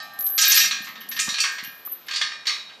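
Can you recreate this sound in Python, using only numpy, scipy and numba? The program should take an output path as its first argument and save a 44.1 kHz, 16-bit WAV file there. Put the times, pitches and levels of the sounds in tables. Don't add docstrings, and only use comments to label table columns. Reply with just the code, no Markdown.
import sys
import numpy as np
from scipy import signal
from scipy.fft import rfft, irfft
from scipy.io import wavfile
from scipy.ndimage import uniform_filter1d
from numba import njit

SR = 44100
rng = np.random.default_rng(int(sys.argv[2]) if len(sys.argv) > 2 else 0)


def ratio(d):
    e = np.asarray(d, float) / 20
    return 10 ** e


def digitize_waveform(pressure):
    field = np.atleast_2d(pressure).T
    bounded = np.clip(field, -1, 1)
    quanta = np.round(bounded * 32767).astype(np.int16)
    wavfile.write(sys.argv[1], SR, quanta)


N = 123480

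# frequency in Hz, level in dB per Hz.
FLOOR_COLOUR = [(18, -47.5), (30, -18.5), (192, 1.5), (1400, 4), (1870, 1), (3880, 0.5), (9430, -19.5),
                (12300, -19), (15500, -34)]
FLOOR_DB, STIR_DB = -52, -6
WIDTH, BASS_WIDTH = 0.24, 0.4

ECHO_DB, ECHO_T60_S, ECHO_START_S = -36, 0.5, 0.052

# start in seconds, level in dB.
BOOT_STEPS = [
    (0.19, -44),
    (0.629, -46),
    (0.805, -36),
    (1.281, -27),
    (1.322, -40.5),
    (1.627, -39),
    (1.677, -42),
]
STEP_HZ, STEP_T60_S = 215, 0.025
SNAP_S, SNAP_DB, SNAP_HZ, SNAP_T60_S = 1.8748, -30.5, 1180, 0.026
HUM_HZ, HUM_DB = 217, -57

# frequency in Hz, left minus right in dB.
PAN_CURVE = [(700, -0.5), (2400, 0.24), (4400, -2.5), (8000, -1.5), (12000, 0.4)]
PAN_SCATTER_DB = 1.02

# start in seconds, level in dB.
LINK_CLINKS = [(0.0253, -39), (0.1356, -32.5), (0.1913, -13.5), (0.2653, -12.5), (0.302, -9.5),
               (0.3648, -15.5), (0.4113, -20), (0.4517, -14.5), (0.4803, -5), (0.4973, -3), (0.5105, -6),
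               (0.5415, -29), (0.5556, -7), (0.5713, -6), (0.6263, -31), (0.8225, -30.5), (0.8873, -32),
               (1.007, -27.5), (1.0908, -13.5), (1.1596, -25), (1.246, -30), (1.4025, -31), (1.5187, -37),
               (1.638, -29.5), (1.6482, -26.5), (1.674, -27), (1.747, -38), (1.782, -40), (1.8507, -24),
               (1.8628, -18.5), (1.916, -15.5), (1.9383, -36), (2.0643, -37.5), (2.4623, -36.5)]
# start in seconds, level in dB.
CHAIN_TICKS = [(0.189, -18), (0.209, -20), (0.227, -23.5), (0.262, -40), (0.2663, -15), (0.2756, -23),
               (0.29, -22.5), (0.303, -27), (0.818, -30.5), (0.847, -29), (1.0888, -23), (1.6382, -23.5),
               (1.647, -25), (1.861, -32.5)]
# time in seconds, level in dB.
JINGLE_CURVE = [
    (.2, -15.5),
    (.4, -21),
    (.45, -23.5),
    (.5, -29),
    (.63, -20.5),
    (.7, -60),
]
# time in seconds, level in dB.
SWAY_CURVE = [
    (1.62, -42),
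    (1.72, -40),
    (1.84, -44.5),
    (1.9, -23),
    (1.97, -52),
]
JINGLE_DB, CLINK_DB, TICK_DB = -2, -10.5, -6

LINK_PITCHES = [11262, 11732, 12030, 12075, 12130, 12193, 12247, 12450, 12505, 13060]
# level in dB, t60 in seconds.
LINK_MODES = [(-5, 0.538), (3.5, 0.18), (-15.5, .4), (5, 0.55), (-12, .4), (-4, 0.268), (-2, .3),
              (8.5, 0.43), (-15.5, 0.23), (-9.5, 0.442)]
LINK_KEEP = 0.84
LINK_CROWD_DB, LINK_CROWD_T60_S = -24, 0.13

# start in seconds, level in dB,
# favoured frequency of the struck spot in Hz, brightness in dB per octave.
TUBE_KNOCKS = [(0.3782, -9.5, 4800, 3), (0.385, -4.5, 6940, 1), (0.415, -5, 6060, 16),
               (0.4294, -7, 6160, 16), (0.5192, -2, 6230, 13), (0.5434, -5, 4350, 33),
               (0.7102, -10, 4110, -4), (0.8706, -21.5, 1940, -10.5), (0.845, -28, 2900, 3),
               (0.955, -27.5, 3730, -10), (1.01, -29, 2940, -8.5), (1.1149, -18, 1820, -2.5),
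               (1.1653, -17.5, 1780, -5), (1.1905, -9, 1840, 0.5), (1.1975, -8.5, 7050, 13),
               (1.276, -20, 1820, -15), (1.2895, -12, 4000, 2.5), (1.3405, -13.5, 4300, -3.5),
               (1.3841, -12, 2740, -0.5), (1.4019, -8.5, 4600, 8.5), (1.4379, -10.5, 1574, -6.5),
               (1.5831, -20.5, 2140, -6.5), (1.6452, -25.5, 3000, -7.5), (1.6985, -40, 1620, -17)]
# start in seconds, level in dB,
# favoured frequency of the struck spot in Hz, brightness in dB per octave.
BAR_KNOCKS = [(2.068, -36, 3700, -7), (2.084, -20, 1660, -6.5), (2.11, -16.5, 2560, -4.5),
              (2.1359, -13.5, 4580, -3.5), (2.1602, -12, 4700, -1.5), (2.2141, -9, 1734, -4),
              (2.2486, -22, 3400, -7), (2.3181, -22, 1820, -7.5), (2.4548, -22, 2130, -5.5),
              (2.4695, -9.5, 4100, -2.5), (2.478, -13, 5460, -2.5), (2.4947, -15, 2120, -5),
              (2.5584, -29, 2140, -13.5), (2.695, -32.5, 3000, -10), (2.735, -43.5, 3000, -2)]
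# time in seconds, level in dB.
DRAG_CURVE = [
    (0.42, -5),
    (0.466, -6),
    (0.52, -6),
    (0.58, -4.5),
    (0.64, -8.5),
    (0.69, -16.5),
]
DRAG_DB, DRAG_TILT = -7.5, 2

TUBE_PITCHES = [1276, 1600, 1658, 1824, 2120, 2431, 2659, 3151, 3784, 4301, 4462, 5071, 5718, 6135]
# level in dB, t60 in seconds.
TUBE_MODES = [(-4.5, 0.46), (-1.5, 0.67), (-3, 0.84), (-1, 0.87), (4, 0.18), (2, 0.69), (0.5, 0.32),
              (-2.5, 0.42), (1, 0.58), (-4, 0.81), (0, 0.46), (-4, .42), (4.5, 0.43), (-3.5, 0.17)]
BAR_PITCHES = [1233, 1600, 1825, 2116, 2430, 2859, 3400, 3730, 3806, 4000, 4360, 4462, 5060, 5432]
# level in dB, t60 in seconds.
BAR_MODES = [(-8.5, 0.68), (-2.5, 0.56), (-7.5, 0.53), (1.5, 0.33), (-3.5, 0.82), (-7, 0.2), (8, 0.21),
             (0.5, 0.61), (2, 0.97), (1.5, 0.5), (5, 0.58), (10, 0.35), (0.5, 0.39), (0.5, 0.53)]
TUBE_DB, BAR_DB = -5, -3.5

# frequency in Hz, level in dB, t60 in seconds.
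EARLIER_MODES = [(786, -18, 1.3), (1175, -11, 4.8), (1275, -8, 1.2), (1590, -8.5, 3.9), (1820, -1, 1.5),
                 (2410, -13.5, 1.4), (2550, -6.5, 0.69), (3980, -7, .4), (4000, -12, 1.2), (3900, -5, 0.32),
                 (4570, -4.5, .3), (5150, -8, .5), (5080, -11, .4)]
EARLIER_DB = -35.5

# frequency in Hz, level in dB.
CROWD_COLOUR = [(750, -31), (1150, -6), (1450, -10.5), (1770, -1.5), (3530, 4), (5920, 2), (9500, -13.5),
                (12500, -34), (15500, -35)]
CROWD_DB, CROWD_COUNT, TUBE_KEEP = 0.5, 560, 0.96
CROWD_T60_S, T60_SLOPE, T60_SPREAD = 0.48, -0.15, 0.085
CLANK_SHARE = 0.25

SPOT_DB = 5
FAVOUR_DB, FAVOUR_OCT = 8, 0.12
CRACK_DB, CRACK_S = -23, 0.00047
TWIN_SHARE, TWIN_DB = 0.004, -4
BOUNCE_S, BOUNCE_DB = 0.006, -2.5


def along(table, hz):
    p = np.array(table, float)
    return np.interp(np.log(hz), np.log(p[:, 0]), p[:, 1])


def shaped(table, channels):
    spectrum = rfft(rng.standard_normal((channels, N)))
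    hz = np.arange(N // 2 + 1) * SR / N + 1
    x = irfft(spectrum * ratio(along(table, hz)), N)
    return x / x.std()


def band(x, low_hz, top_hz):
    return signal.sosfilt(signal.butter(3, [low_hz, top_hz], "band", fs=SR, output="sos"), x)


@njit
def ring(at, gain, pole, pan, keep, n):
    out = np.zeros((2, n))
    for m in range(len(pole)):
        z, k = 0j, 0
        for i in range(n):
            z *= pole[m]
            while k < len(at) and at[k] <= i:
                z = keep * z + gain[k, m]
                k += 1
            out[0, i] += pan[m] * z.imag
            out[1, i] += z.imag / pan[m]
    return out


def struck(hits, hz, db, t60, spot_db, keep=0.99):
    hits = hits[np.argsort(hits[:, 0])]
    favour = FAVOUR_DB * np.exp(-(np.log2(hz / hits[:, 2:3]) / FAVOUR_OCT) ** 2)
    tilt = hits[:, 3:] * np.log2(hz / 3500)
    spot = spot_db * rng.standard_normal((len(hits), len(hz)))
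    shape = ratio(db + favour + tilt + spot)
    gain = ratio(hits[:, 1:2]) * shape / np.sqrt((shape ** 2).sum(axis=1, keepdims=True))
    gain = gain * np.sign(rng.standard_normal(gain.shape)) * (1.39 + 0j)
    pan = ratio((along(PAN_CURVE, hz) + PAN_SCATTER_DB * rng.standard_normal(len(hz))) / 2)
    pole = np.exp((2j * np.pi * hz - np.log(1000) / np.maximum(t60, 0.02)) / SR)
    at = (hits[:, 0] * SR).astype(np.int64)
    return ring(at, gain, pole, pan, min(float(keep), 1.0), N)


def scatter(curve, db, tilt, count):
    c, u = np.array(curve, float), rng.random((count, 3))
    start = c[0, 0] + u[:, 0] * (c[-1, 0] - c[0, 0])
    level = np.interp(start, c[:, 0], c[:, 1]) + db - 2.2 * np.log(u[:, 1])
    favoured_hz = 1500 * 5 ** u[:, 2]
    return np.c_[start, level, favoured_hz, np.full(count, tilt)]


def bounced(hits):
    late = -BOUNCE_S * np.log(rng.random((len(hits), 3))).ravel()
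    more = np.repeat(hits, 3, axis=0)
    level = more[:, 1] + BOUNCE_DB - 8.7 * late / BOUNCE_S
    return np.r_[hits, np.c_[more[:, 0] + late, level, more[:, 2:]]]


def twinned(modes):
    m = np.array(modes, float)
    twin_hz = m[:, 0] * (1 + TWIN_SHARE * (2 * rng.random(len(m)) - 1))
    return np.r_[m, np.c_[twin_hz, m[:, 1] + TWIN_DB, 0.8 * m[:, 2]]]


def cracks(hits, fade_s, low_hz, top_hz):
    push = np.zeros(N)
    np.add.at(push, (hits[:, 0] * SR).astype(int), ratio(hits[:, 1]))
    envelope = signal.lfilter([1], [1, -np.exp(-1 / (fade_s * SR))], push)
    return band(envelope * rng.standard_normal(N), low_hz, top_hz)


def air():
    mid, side = shaped(FLOOR_COLOUR, channels=2)
    opposite = np.array([[1], [-1]])
    x = mid + WIDTH * side * opposite
    x = x + BASS_WIDTH * band(side, 19.8, 300) * opposite
    steps = np.repeat(rng.standard_normal(N // 4000 + 1), 4000)
    stir = uniform_filter1d(steps, size=4000)[:N]
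    low = band(x, 20, 350)
    return ratio(FLOOR_DB) * (x + low * (ratio(STIR_DB * stir) - 1))


def trees(near):
    a = np.arange(SR // 2) / SR
    tail = rng.standard_normal((2, len(a))) * 1000 ** (-a / ECHO_T60_S) * (a > ECHO_START_S)
    tail = signal.lfilter([1], [1, -0.6], tail)
    tail = tail / np.sqrt((tail[0] ** 2).sum())
    return ratio(ECHO_DB) * signal.fftconvolve(near.mean(axis=0)[None], tail, axes=1)[:, :N]


def hinge():
    hum = signal.lfilter(*signal.iirpeak(HUM_HZ, 11.0, fs=SR), rng.standard_normal(N))
    swing = np.interp(np.arange(N) / SR, [0.5, 0.62, 1.25, 1.35], [0, 1, 1, 0])
    return ratio(HUM_DB) * hum / hum.std() * swing


def boots():
    t, out = np.arange(N) / SR, 0
    for start, db in BOOT_STEPS:
        a = np.maximum(t - start, 0)
        envelope = (1 - np.exp(-a / 0.0016)) * 1000 ** (-a / STEP_T60_S)
        out = out + 2 * ratio(db) * np.sin(2 * np.pi * STEP_HZ * a) * envelope
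    a = np.maximum(t - SNAP_S, 0)
    return out + ratio(SNAP_DB) * np.sin(2 * np.pi * SNAP_HZ * a) * 1000 ** (-a / SNAP_T60_S)


def chain():
    clinks = np.array(LINK_CLINKS, float)
    flat = 0 * clinks[:, 0]
    clinks = bounced(np.c_[clinks, 50 + flat, flat])
    jingle = scatter(JINGLE_CURVE, JINGLE_DB, 0, count=60)
    sway = scatter(SWAY_CURVE, JINGLE_DB, 0, count=30)
    u = rng.random(70)
    crowd = np.c_[11100 + 2100 * u, LINK_CROWD_DB + 0 * u, LINK_CROWD_T60_S + 0 * u]
    hz, db, t60 = np.r_[twinned(np.c_[LINK_PITCHES, LINK_MODES]), crowd].T
    chime = struck(np.vstack([clinks, jingle, sway]), hz, db, t60, 5.0, LINK_KEEP)
    ticks = cracks(np.array(CHAIN_TICKS, float), 0.0014, 3500, 12000)
    return ratio(CLINK_DB) * band(chime, 10900, 13500) + ratio(TICK_DB) * ticks


def tube_crowd():
    u = rng.random((CROWD_COUNT, 2))
    hz = 500 + 15000 * np.linspace(0, 1, CROWD_COUNT) ** 1.5 * (0.99 + 0.02 * u[:, 0])
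    t60 = CROWD_T60_S * (hz / 2000) ** T60_SLOPE * np.exp(T60_SPREAD * (2 * u[:, 1] - 1))
    t60[::3] *= CLANK_SHARE
    db = along(CROWD_COLOUR, hz) + 5 * np.log10(hz / 4000)
    db[::3] += 3.58
    return hz, db, t60


def earlier_ring(hz, db, t60):
    clear = struck(np.array([[0.0016, EARLIER_DB, 50, 0.014]]), *twinned(EARLIER_MODES).T, 0)
    wash = struck(np.array([[0.0014, -42.5, 50, -1.5]]), hz[::2], db[::2], 1.41 * t60[::2], SPOT_DB)
    low_hz = 600 + 290 * rng.random(24)
    low = struck(np.array([[0.00056, -49.5, 50, 0.0028]]), low_hz, 0 * low_hz, 4.3 + 0 * low_hz, SPOT_DB)
    return band(clear + wash + low, 450, 15500)


def clear_modes(knocks, modes, db):
    soft = np.c_[knocks[:, :3], np.clip(knocks[:, 3], -6, 3)]
    return ratio(db) * struck(soft, *twinned(modes).T, 2.15)


def gate():
    drag = scatter(DRAG_CURVE, DRAG_DB, DRAG_TILT, count=110)
    first = bounced(np.vstack([TUBE_KNOCKS, drag]))
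    last = bounced(np.array(BAR_KNOCKS, float))
    hits = np.r_[first, last]
    hz, db, t60 = tube_crowd()
    body = ratio(CROWD_DB) * struck(hits, hz, db, t60, SPOT_DB, TUBE_KEEP)
    body = body + clear_modes(first, np.c_[TUBE_PITCHES, TUBE_MODES], TUBE_DB)
    body = body + clear_modes(last, np.c_[BAR_PITCHES, BAR_MODES], BAR_DB)
    contact = ratio(CRACK_DB) * cracks(hits, CRACK_S, 1180, 7200)
    return ratio(-13) * band(body, 670, 15800) + earlier_ring(hz, db, t60) + contact


def scene():
    near = gate() + chain()
    return near + trees(near) + boots() + hinge() + air()


def roll_off(x):
    return signal.sosfilt(signal.butter(12, 16130, fs=SR, output="sos"), x)


def record(dry):
    mix = signal.sosfilt(signal.butter(2, 75, "high", fs=SR, output="sos"), dry)
    mix = signal.sosfilt(signal.ellip(8, 0.2, 70, 16000, fs=SR, output="sos"), mix)
    return roll_off(mix)


dry = scene()
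out = record(dry)
digitize_waveform(out)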